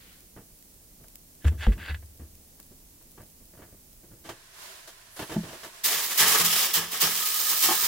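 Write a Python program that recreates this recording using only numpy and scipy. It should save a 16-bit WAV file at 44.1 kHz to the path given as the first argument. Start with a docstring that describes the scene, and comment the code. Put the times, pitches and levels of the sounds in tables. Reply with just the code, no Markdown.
"""Sauna door and wet kettle

On a still winter night a wooden door is pulled shut: it thuds and grinds into its frame by stick-slip
friction, then steps knock behind the wall. The scene moves indoors, where a sleeve rustles, the plank
floor thumps and a wet kettle is set on the hot stove. Water trapped under it flashes to steam, hissing
and spitting, and the handle is let down. Struck wood and metal ring in their damped normal modes."""
import sys
import numpy as np
from scipy import signal
from scipy.fft import rfft, irfft, next_fast_len
from scipy.io import wavfile

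SR = 44100
rng = np.random.default_rng(int(sys.argv[2]) if len(sys.argv) > 2 else 0)


def put_to_file(sound):
    """Save the sound as 16-bit audio at rate SR, in the file named by the first command-line argument."""
    columns = np.atleast_2d(sound).T  # one column per channel
    safe = np.clip(columns, -1, 1)
    whole_steps = np.round(safe * 32767)
    wavfile.write(sys.argv[1], SR, whole_steps.astype(np.int16))


N = 347067
TIME = np.arange(N) / SR
SIZE = next_fast_len(N + SR // 4)
FREQS = np.maximum(np.arange(SIZE // 2 + 1) * SR / SIZE, 1)
INDOORS_S, KETTLE_SEATED_S = 4.24, 6.18


# Each row: start in seconds, leaf level in dB, frame level in dB, build-up in seconds.
DOOR_THUDS = [(1.452, -7.5, -40, 0.012), (1.672, -19.5, -2, 0.014), (1.895, -17.5, -27, 0.024),
              (2.198, -29, -57, 0.027)]
# Each row: frequency in Hz, level in dB, 60 dB decay time (t60) in seconds.
LEAF_MODES = [(77.3, -2, 0.27), (72, -8, 0.48), (91, -19, 0.67), (147.5, -21.5, 0.23), (251, -28.5, 0.19),
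              (398, -39.5, 0.43), (477, -28.5, 0.11)]
FRAME_MODES = [(48.2, 2.5, 0.14), (120, -8, 0.048), (206.6, -15, 0.099), (342, -39, .2), (415, -36, 0.2),
               (482, -27, 0.11), (545, -41, .11)]
# The door's swish: start in seconds, level in dB, then attack, hold and t60 in seconds.
DOOR_SWING = (0, -57.5, .005, .125, .55)
# Each row: start in seconds, level in dB, hardness in dB per band, t60 in seconds.
DOOR_CONTACTS = [(1.444, -37, -3, 0.12), (1.479, -40.5, 5, 0.039), (1.516, -48.5, -5, .2),
                 (1.6665, -32, 1.5, 0.027), (1.686, -44.5, -8.5, 0.18), (1.752, -54.5, -6, 0.51)]
# Offsets in dB of their thump, body, clack and tick bands.
CONTACT_BANDS_DB = [2, -3.5, -2, -25]

def door():
    """Impact excitation: the door swings to, and leaf and frame boom while the edge grinds shut."""
    thuds = sum(strike(s, leaf_db, LEAF_MODES, build_s) + strike(s, frame_db, FRAME_MODES, build_s)
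                for s, leaf_db, frame_db, build_s in DOOR_THUDS)
    swish_colour = colour([(700, -15), (1500, -2), (3200, -2), (4500, -5), (6000, -13)])
    swish = envelope(*DOOR_SWING) * stereo(swish_colour, DIFFUSE)
    contacts = knocks(DOOR_CONTACTS, CONTACT_BANDS_DB, rise_share=0.0093, flicker_db=1)
    return swish + contacts + room(thuds + grind(slips_per_s=260, jitter=0.25), t60=0.1, wet_db=-6)


# The edge binds, grinds louder as pressure builds, then lets go.
# Each row: start and hold in seconds, final level, build-up and rasp level in dB, t60 in seconds.
EDGE_RUBS = [(1.404, .022, -59, 12, -80, .15), (1.442, .008, -41.5, 1.5, -56, 0.086),
             (1.463, 0.017, -37.5, 9, -45.5, 0.033), (1.577, 0.054, -32.5, 27.5, -49.5, 0.17),
             (1.717, 0.014, -44.5, 3.5, -55, .045), (1.776, 0.13, -37, 12, -61, 0.075),
             (1.941, 0.0033, -39, 5, -63, 0.027)]
# Each row: frequency in Hz, width in Hz, level in dB.
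RUBBED_WOOD_MODES = [(830, 2000, -17), (1636, 140, 4.5), (1740, 126, 1.5), (2006, 160, -0.5),
                     (2690, 220, -7), (3080, 110, -5), (3410, 72, -5), (3860, 160, -8.5),
                     (4570, 200, -16.5)]

def grind(slips_per_s, jitter, attack_s=0.0033):
    """Stick-slip friction: each uneven slip of the door edge is a gritty burst that excites the wood."""
    slip_samples = np.cumsum(np.exp(jitter * rng.standard_normal(2000)) * SR / slips_per_s).astype(int)
    slips = np.zeros(N)
    slips[slip_samples[slip_samples < N]] = 1
    grip = signal.lfilter([1], [1, -np.exp(-1 / (0.0012 * SR))], slips)  # each slip relaxes in 1.2 ms
    force = rms_one(grip * rng.standard_normal(N) + 2.4 * slips)
    wood = sum((-1) ** k * from_db(db) * signal.lfilter(*signal.iirpeak(hz, hz / width, fs=SR), force)
               for k, (hz, width, db) in enumerate(RUBBED_WOOD_MODES))
    wood = butterworth(wood + from_db(-23.5) * force, 10, 5000, "low")
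    wood_gain = together(envelope(s, db, attack_s, hold_s, t60, build_db)
                         for s, hold_s, db, build_db, _, t60 in EDGE_RUBS)
    rasp_gain = together(envelope(s, db, attack_s, hold_s, t60, build_db / 2)
                         for s, hold_s, _, build_db, db, t60 in EDGE_RUBS)
    rasp = stereo(colour([(4000, -13), (5500, 0), (7500, 1), (11000, -6), (15000, -9)]), DIFFUSE)
    return wood_gain * rms_one(wood) + rasp_gain * rms_one(grip + 0.55) * rasp


# Each row: start in seconds, boiling, hiss and spray levels in dB, hold and base t60 in seconds.
STEAM_FLASHES = [(5.833, -35.5, -24.5, -21, 0.015, 0.34), (5.876, -35, -27.5, -36, 0.088, 0.43),
                 (6.071, -39, -30.5, -42, .008, 0.46), (6.168, -30, -20, -20.5, .012, 0.42),
                 (6.196, -26, -20.5, -23.5, 0.021, 0.41), (6.27, -32.5, -21.7, -21.5, 0.024, 0.49),
                 (6.328, -25, -24, -24, 0.0037, 0.18), (6.37, -32, -22, -21, .005, 0.39),
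                 (6.438, -35, -23, -21.5, 0.013, 0.37), (6.491, -35.5, -26.5, -25.5, 0.13, 0.53),
                 (6.73, -34.5, -28, -19.5, 0.0091, 0.3), (6.785, -38.5, -36, -49, .01, 0.26),
                 (6.91, -38.5, -34, -32, .014, 0.51), (6.999, -31, -22.5, -20, 0.015, 0.44),
                 (7.15, -42.5, -31.5, -29.5, 0.013, 0.24), (7.244, -44.5, -31, -28.5, .015, .4),
                 (7.386, -39.5, -38, -28, .015, .4), (7.479, -36.5, -31, -23, .015, 0.34),
                 (7.581, -43, -33, -24, .02, .3), (7.617, -35, -22.7, -21, 0.03, 0.3),
                 (7.69, -31.5, -25, -26, 0.017, 0.21), (7.8, -38, -35, -26.5, 0.027, .4)]
# Spray comes first, boiling lingers. Each row (boiling, hiss, spray): attack in seconds, factor on t60.
FLASH_SHAPES = [(0.029, 1.18), (0.026, 1.05), (0.012, 0.69)]
# The film of water simmers harder as it thins. Each row: time in seconds, vigour in dB.
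FILM_VIGOUR = [(5.85, -4.5), (6.68, -12), (6.88, -20.5), (7.08, -6.5), (7.45, 2), (7.86, 2)]
# Each row (boiling, hiss, spray): level in dB at a vigour of 0 dB, share of the vigour's swing.
FILM_LAYERS = [(-45, 0.21), (-33, 0.4), (-26, 0.78)]

def steam_levels():
    """Flash evaporation over a simmering film: yields the gains of boiling, hiss and spray."""
    vigour = gain_curve(FILM_VIGOUR)
    for k, ((attack_s, stretch), (simmer_db, share)) in enumerate(zip(FLASH_SHAPES, FILM_LAYERS)):
        flashes = together(envelope(s, levels[k], attack_s, hold_s, stretch * t60)
                           for s, *levels, hold_s, t60 in STEAM_FLASHES)
        yield together([flashes, from_db(simmer_db) * vigour ** share])


# Each row: frequency in Hz, relative spectral density in dB.
BOIL_SPECTRUM = [(60, -22.5), (170, -9), (300, -9.5), (430, -3.5), (560, -6), (800, -1.5), (1100, 0),
                 (1430, 1), (1750, 2), (2000, 0), (2600, -7.5)]
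HISS_SPECTRUM = [(1500, -40), (2050, -1.5), (3050, 0), (4000, 0), (5300, -0.5), (7000, 1), (9000, -3.5),
                 (11300, 1), (13000, -9.5)]
SPRAY_SPECTRUM = [(4000, -1.5), (10000, -2.5), (12000, -5), (13600, 4.5), (15400, 3), (17500, -10.5)]
# Peaks and notches of kettle and stove. Each row: frequency in Hz, width in Hz, gain in dB.
KETTLE_RESPONSE = [(344, 25, 2), (441, 25, 5), (506, 28, -4), (549, 25, 4), (618, 40, -7), (656, 25, 5),
                   (958, 25, 4), (1090, 30, 5), (1141, 35, 5), (1356, 25, -4), (1460, 55, -5),
                   (1672, 22, 5), (1748, 20, 7), (1805, 25, -4), (1868, 22, 4), (2013, 25, 4),
                   (3025, 60, 5), (3143, 25, 4), (3434, 30, 4), (3531, 25, -4), (3612, 20, 4),
                   (3779, 30, 4.5), (4840, 50, 4), (5180, 55, 4.5), (5408, 35, 5), (8040, 30, 5)]
# Single drops spit on the plate. Each row: start in seconds, relative level in dB.
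SPITS = [(6.1757, -13), (6.3129, -6), (6.3857, -1), (6.4386, -15), (6.45, -6), (6.9474, -11), (7.015, -13),
         (7.3426, -1), (7.582, -24), (7.7795, -21)]

def sizzle():
    """Source and filter: boiling, hiss and spray sputter together, coloured by kettle and stove."""
    boil_gain, hiss_gain, spray_gain = steam_levels()
    kettle = ripple(KETTLE_RESPONSE)
    sputter = flutter(23)

    def jet(spectrum, per_s, spread_db, steam_db):
        """Shot noise: droplets burst over a smooth jet of steam."""
        droplets = np.array([rms_one(grains(per_s, spread_db)) for _ in range(2)])
        source = droplets + from_db(steam_db) * rng.standard_normal((2, N))
        return stereo(kettle * colour(spectrum), DIRECT, source)

    boil = boil_gain * from_db(1.3 * sputter) * jet(BOIL_SPECTRUM, 3000, 3.9, 0.1)
    hiss = hiss_gain * from_db(-1.74 + 1.3 * sputter) * jet(HISS_SPECTRUM, 5000, 2.3, 1.6)
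    spray = spray_gain * jet(SPRAY_SPECTRUM, 2500, 4.5, 2)
    spray *= from_db(-1.03 + 1.16 * sputter + 0.7 * flutter(150))
    tones = singing(boil_gain, hiss_gain, kettle)
    spits = snaps(SPITS, t60=0.0062, level_db=-12)
    fade_in = np.clip((TIME - STEAM_FLASHES[0][0]) / FLASH_SHAPES[-1][0], 0, 1)
    return fade_in * (boil * pan(-0.58) + tones + hiss * pan(-0.55) + (spray + spits) * pan(-3))


# Each row: frequency in Hz, width in Hz, level in dB.
RING_MODES = [(1244, 30, 3), (1290, 40, -11), (1670, 35, -8), (1752, 35, -7)]
WHISTLE_MODES = [(2900, 400, 0.5), (3390, 310, 1.5), (5360, 660, 2)]
# Ringing driven by the film: level in dB at a vigour of 0 dB, share of the vigour's swing.
FILM_RING = (-44.5, 0.61)
# Each row: time in seconds, gain of the whistle relative to the hiss gain in dB.
WHISTLE_SHARE = [(6.2, -10), (6.4, -15), (6.52, -6.5), (6.85, -4.5), (7.1, -8), (7.6, -20)]

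def singing(boil_gain, hiss_gain, kettle, ring_db=-9):
    """Forced resonance: boiling rings the seated kettle and steam whistles in the gap under it."""
    film_db, share = FILM_RING
    film_gain = from_db(film_db) * gain_curve(FILM_VIGOUR) ** share
    ring = together([boil_gain * from_db(ring_db), film_gain]) * stereo(resonances(RING_MODES), DIRECT)
    whistle = hiss_gain * gain_curve(WHISTLE_SHARE) * stereo(kettle * resonances(WHISTLE_MODES), DIRECT)
    return (TIME > KETTLE_SEATED_S) * (ring + whistle)


# A heavy step lands; steam lifts the kettle, which bumps the stove. Each row: start in seconds, level in dB.
HEAVY_STEP = [(5.362, -15.5), (5.390, -27.5)]
KETTLE_BUMPS = [(6.203, -40.5), (6.274, -51), (6.395, -38), (6.429, -39), (6.769, -39.5), (7.023, -38.5),
                (7.66, -48), (7.82, -51)]
# Each row: frequency in Hz, level in dB, t60 in seconds.
PLANK_MODES = [(59, -14, .15), (168.4, -1, 0.17), (206, 4.5, 0.093), (335, -5, 0.057), (647, -15, 0.075),
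               (864, -18.5, 0.065)]
STOVE_TOP_MODES = [(101, -3.5, 0.29), (171.6, 1, 0.46), (213, -11, 0.9), (337.3, -4, 0.34), (453, -3, 0.44)]

def thumps():
    """Plate vibration: the struck plank floor and stove top sound their low modes."""
    floor = sum(strike(s, db, PLANK_MODES, build_s=0.027) for s, db in HEAVY_STEP)
    stove = sum(strike(s, db, STOVE_TOP_MODES, build_s=0.0066) for s, db in KETTLE_BUMPS)
    return room(floor + stove, t60=0.4, wet_db=-23)


# Each row: start in seconds, level in dB.
CLANKS = [(6.232, -56), (6.345, -54), (6.384, -42), (7.640, -40.5), (7.687, -27), (7.708, -28.5)]
# Each row: frequency in Hz, level in dB, t60 in seconds.
CLANK_MODES = [(259, -9.5, .13), (351, 3, .069), (372, -3, .096), (774, 1, .11), (866, -1, .11),
               (1090, 0, .091), (1116, -4.5, .12), (1244, -4, .12), (1420, -9, .12), (1550, -9, .12),
               (1816, -6, .14), (2220, -12, .14), (3180, -3, .11)]

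def kettle_clanks():
    """Inharmonic modes: the kettle clanks as it rocks and as its handle drops."""
    clanks = sum(strike(s, db, CLANK_MODES, build_s=0.0039) for s, db in CLANKS)
    return room(clanks, t60=0.07, wet_db=-8.5)


# Each row: start in seconds, level in dB, hardness in dB per band, t60 in seconds.
FOOTSTEPS = [(.362, -45.5, 1, 0.19), (.998, -57, -6.5, 0.21), (1.04, -61.5, 8, .08),
             (2.024, -56.5, 6.5, .07), (2.192, -48.5, -3, 0.23), (2.595, -57, 6, 0.074),
             (2.71, -57.5, -10.5, .13), (3.008, -62.5, 6.5, .11), (3.175, -49, 3.5, .12),
             (3.195, -48, 0, 0.17), (3.4, -58.5, -5.5, 0.18), (3.53, -54, 1.5, .19),
             (3.565, -51.5, 0.5, 0.49), (3.615, -52, 6.5, .2), (3.725, -54, -6, 0.15),
             (4.031, -51.5, -3, 0.15), (4.106, -54, -3, 0.24)]
FETCHING_KNOCKS = [(4.244, -49.5, 1, 0.36), (4.289, -38.5, 0, .14), (4.873, -58.5, 8, 0.18),
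                   (5.16, -53.5, 6.5, 0.32), (5.19, -37, 0, 0.18), (5.219, -38, -0.5, 0.12),
                   (5.294, -38.5, -2, 0.19), (5.314, -38.5, -1, 0.18), (5.335, -41, -1, 0.11),
                   (5.357, -41, -5, 0.1), (5.43, -43, -5, 0.24), (5.485, -46.5, 0, 0.2),
                   (5.527, -45.5, 0, 0.19), (5.631, -44.5, 2.5, 0.2)]
# Offsets in dB of their thump, body, clack and tick bands.
FOOTSTEP_BANDS_DB = [-1.5, -1, -6.5, -17]
FETCHING_BANDS_DB = [-8, 0, 0.5, -6]

def steps_and_fetching(wall_hz):
    """Transmission loss: the log wall muffles the steps; indoors, fetching the kettle knocks clearly."""
    steps = knocks(FOOTSTEPS, FOOTSTEP_BANDS_DB, rise_share=0.024, flicker_db=2)
    fetching = knocks(FETCHING_KNOCKS, FETCHING_BANDS_DB, rise_share=0.022, flicker_db=0.5)
    return (butterworth(steps, 4, wall_hz, "low") + fetching) * pan(-1.1)


# Thump, body, clack and tick bands. 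Each point: frequency in Hz, relative spectral density in dB.
KNOCK_SPECTRA = [
    [(20, -14), (50, 0), (110, 3.5), (180, 0.5)],
    [(90, -32), (170, -9.5), (360, -3), (640, -8), (950, -31)],
    [(500, -4.5), (800, 3), (1250, -4), (1850, -4.5), (2500, -6.5), (3800, -12), (5500, -46)],
    [(2800, -13), (4400, -6), (9000, -10), (16000, -14)],
]
# Peaks and notches of the wooden hut. Each row: frequency in Hz, width in Hz, gain in dB.
HUT_RESPONSE = [(282, 17, -3), (327, 34, 7), (646, 26, 6.5), (795, 73, -6.5), (1070, 160, -5),
                (1147, 48, 7), (1680, 88, 4), (2140, 60, -7), (2260, 40, 0.5), (2454, 170, -7),
                (3100, 60, 8), (3340, 60, 0)]

def knocks(rows, bands_db, rise_share, flicker_db):
    """Modal overlap: dense wooden modes merge into decaying noise, brighter for harder blows."""
    out, hut = 0, ripple(HUT_RESPONSE)
    for k, (spectrum, trim_db) in enumerate(zip(KNOCK_SPECTRA, [4.3, 1.3, 3.4, 5.8])):
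        power = np.zeros(N)
        for s, db, hardness_db, t60 in rows:
            level_db = db + bands_db[k] + hardness_db * (k - 1) + trim_db
            start = int(s * SR)
            t = TIME[:min(SR // 2, N - start)]
            rise = 1 - np.exp(-t / (rise_share * t60))
            power[start:start + len(t)] += (rise * from_db(level_db - 60 * t / t60)) ** 2
        out = out + np.sqrt(power) * stereo(hut * colour(spectrum), DIRECT)
    return out * from_db(flicker_db * flutter(110))


# Each row: start in seconds, level in dB, then attack, hold and t60 in seconds. The sleeve has one row.
BODY_MOVES = [(4.505, -41, .12, 0.057, 1.3), (5.124, -43.5, 0.15, 0.39, .8),
              (5.708, -44.5, 0.056, .02, 0.77)]
SLEEVE_SWISH = (5.08, -52.5, .07, .09, 1.0)
# Each row: frequency in Hz, relative spectral density in dB.
CLOTH_SPECTRUM = [(88, -57), (150, -21), (290, -19.5), (381, -4), (481, -14.5), (656, -1), (781, -10.5),
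                  (1060, -1), (1170, -7.5), (1800, -4), (1980, -6.5), (5230, -8), (15500, -14.5)]

def clothes(rest_db=-51.5):
    """Friction noise: cloth rustles with each move, and a sleeve swishes as the kettle is lifted."""
    motion = together([from_db(rest_db)] + [envelope(*move) for move in BODY_MOVES])
    rustle = motion * from_db(-4 + 0.48 * flutter(32)) * stereo(colour(CLOTH_SPECTRUM), DIFFUSE)
    sleeve_colour = colour([(8000, -13), (10800, 2), (12500, -4), (14500, -13)])
    return rustle * pan(-3) + envelope(*SLEEVE_SWISH) * stereo(sleeve_colour, DIFFUSE)


# Each row: start in seconds, relative level in dB.
OUTDOOR_TICKS = [(0.626, -37), (1.0836, -36), (1.1564, -27.5), (2.601, -31.5), (2.6289, -38), (3.1108, -42),
                 (3.238, -41), (3.8896, -51)]

def ticking(per_s, faint_db):
    """Sparse transients: a few clear ticks outdoors, with fainter ones scattered at random."""
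    draws = rng.random((int(per_s * INDOORS_S), 2))
    faint = [(INDOORS_S * when, faint_db + 6 * size) for when, size in draws]
    return snaps(OUTDOOR_TICKS, t60=0.0094, level_db=-3.5) + snaps(faint, t60=0.0072, level_db=1)


# Each row: frequency in Hz, relative spectral density in dB.
NIGHT_SPECTRUM = [(12, -35), (20, -2.5), (50, -5.5), (90, -13.5), (167, -14), (292, -16), (386, -20.5),
                  (443, -21), (586, -23), (843, -28), (1350, -33), (2240, -31.5), (3400, -31), (5950, -26),
                  (15800, -23)]
STOVE_HUSH_SPECTRUM = [(12, -37), (20, 5), (52, -11.5), (74, -5.5), (345, -19.5), (397, -55), (456, -19),
                       (603, -39), (1250, -66.5), (1470, -10), (2650, -19), (9830, -17), (15800, -27)]

def background():
    """Ambient noise: faint hiss and rumble outdoors, then the stove's hush and the clothes indoors."""
    night = from_db(-53) * stereo(colour(NIGHT_SPECTRUM), DIFFUSE) * pan(-1.7)
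    hush = from_db(-57.3) * stereo(colour(STOVE_HUSH_SPECTRUM), DIFFUSE) * pan(-1.3)
    return np.where(TIME < INDOORS_S, night, hush + clothes())


def strike(s, level_db, modes, build_s):
    """Free vibration: damped modes start at time s, the low ones building up more slowly."""
    out, start = np.zeros(N), int(s * SR)
    t = TIME[:min(SR, N - start)]
    for hz, mode_db, t60 in modes:
        swell = 1 - np.exp(-t * hz / (build_s * modes[0][0]))
        decay = from_db(level_db + mode_db - 60 * t / t60)
        out[start:start + len(t)] -= swell * decay * np.sin(2 * np.pi * hz * t)
    return out


def snaps(rows, t60, level_db):
    """Exponential decay: each onset releases a tiny burst of bright noise."""
    onsets = np.zeros(N)
    onsets[[int(s * SR) for s, _ in rows]] = from_db(np.array(rows)[:, 1] + level_db)
    fade = signal.lfilter([1], [1, -from_db(-60 / (t60 * SR))], onsets + 1e-18)
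    return fade * stereo(colour([(2500, -7), (6000, -5.5), (16000, 2.5)]), DIFFUSE)


def grains(per_s, spread_db):
    """Poisson process: random clicks of widely varying size."""
    born = rng.random(N) < per_s / SR
    sizes = from_db(spread_db * np.minimum(rng.exponential(1, N), 3.3))
    return born * sizes * rng.choice([-1, 1], N)


def room(x, t60, wet_db):
    """Reverberation: log walls add dense, short reflections, different at each ear."""
    t = TIME[:SR // 2]
    tail = rng.standard_normal((2, len(t))) * from_db(-60 * t / t60) * (t > 0.003)
    tail = butterworth(tail, 2, 250, "high")
    tail /= np.sqrt(np.sum(tail ** 2, axis=1, keepdims=True))
    return x + from_db(wet_db) * signal.fftconvolve(np.atleast_2d(x), tail, axes=1)[:, :N]


# Each row: frequency in Hz, correlation between the two channels.
DIRECT = [(100, 1), (300, 1), (700, 0.79), (1300, 0.74), (2400, 0.51), (4400, 0.19), (9000, 0.11)]
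DIFFUSE = [(60, 1), (200, 0.93), (400, 0.44), (800, 0.079), (2000, 0.028), (6000, .02)]

def stereo(gain, correlation, source=None):
    """Partial coherence: two unrelated signals (default white noise) mix into a pair of unit power."""
    if source is None:
        mid, side = rng.standard_normal((2, 2 * len(FREQS))).view(complex)
    else:
        mid, side = rfft(source, SIZE)
    alike = np.clip(across_hz(correlation), -1, 1)
    mid, side = mid * gain * np.sqrt(1 + alike), side * gain * np.sqrt(1 - alike)
    return rms_one(irfft([mid + side, mid - side], SIZE)[:, :N])


def pan(left_db):
    """Level difference: channel gains with the left louder by left_db."""
    return from_db(np.array([[left_db], [-left_db]]) / 2)


def envelope(s, db, attack_s, hold_s, t60, build_db=0):
    """Amplitude envelope: the level climbs by build_db to db over attack and hold, then decays."""
    out, start = np.zeros(N), int(s * SR)
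    t = TIME[:min(SR, N - start)]
    end = attack_s + hold_s
    level_db = db - build_db * np.maximum(1 - t / end, 0) - 60 * np.maximum(t - end, 0) / t60
    out[start:start + len(t)] = np.minimum(t / attack_s, 1) * from_db(level_db)
    return out


def gain_curve(points):
    """Interpolation of (seconds, dB) points into a gain, held beyond the ends."""
    return from_db(np.interp(TIME, *np.transpose(points)))


def flutter(hz):
    """Random modulation: noise of unit power, smoothed above hz."""
    return rms_one(irfft(rfft(rng.standard_normal(N), SIZE) / (1 + (FREQS / hz) ** 2), SIZE)[:N])


def resonances(modes):
    """Resonance curves: a sum of peaks with deep valleys between."""
    return sum(from_db(db) / (1 + (1.4 * (FREQS - hz) / width) ** 2) for hz, width, db in modes)


def ripple(modes):
    """Frequency response: peaks and notches on a flat gain."""
    return from_db(sum(db / (1 + (2 * (FREQS - hz) / width) ** 2) for hz, width, db in modes))


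def colour(points):
    """Spectral envelope through (Hz, dB) points, falling 12 dB per octave outside them."""
    skirts = np.minimum(FREQS / points[0][0], 1) * np.minimum(points[-1][0] / FREQS, 1)
    return from_db(across_hz(points)) * skirts ** 2


def across_hz(points):
    """Interpolation of (Hz, value) points on a log-frequency axis."""
    hz, value = np.transpose(points)
    return np.interp(np.log(FREQS), np.log(hz), value)


def butterworth(x, order, hz, kind):
    """Maximally flat low-pass or high-pass filtering."""
    return signal.sosfilt(signal.butter(order, hz, kind, fs=SR, output="sos"), x)


def together(envelopes):
    """Incoherent addition: unrelated sounds add in power."""
    return np.sqrt(sum(e ** 2 for e in envelopes))


def from_db(db):
    """Decibels to amplitude ratio."""
    return 10 ** (np.asarray(db) / 20)


def rms_one(x):
    """Normalisation to unit power."""
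    return x / np.sqrt(np.mean(x ** 2) + 1e-20)


def scene():
    """Superposition: the pressures of all sources add."""
    return (background() + door() + steps_and_fetching(wall_hz=2640) + ticking(per_s=4.9, faint_db=-48)
            + thumps() + kettle_clanks() + sizzle())


def record(dry):
    """Band limiting: the treble is cut steeply above 15.9 kHz."""
    return irfft(rfft(dry, SIZE) / np.sqrt(1 + (FREQS / 15900) ** 400), SIZE)[:, :N]


dry = scene()
out = record(dry)
put_to_file(out)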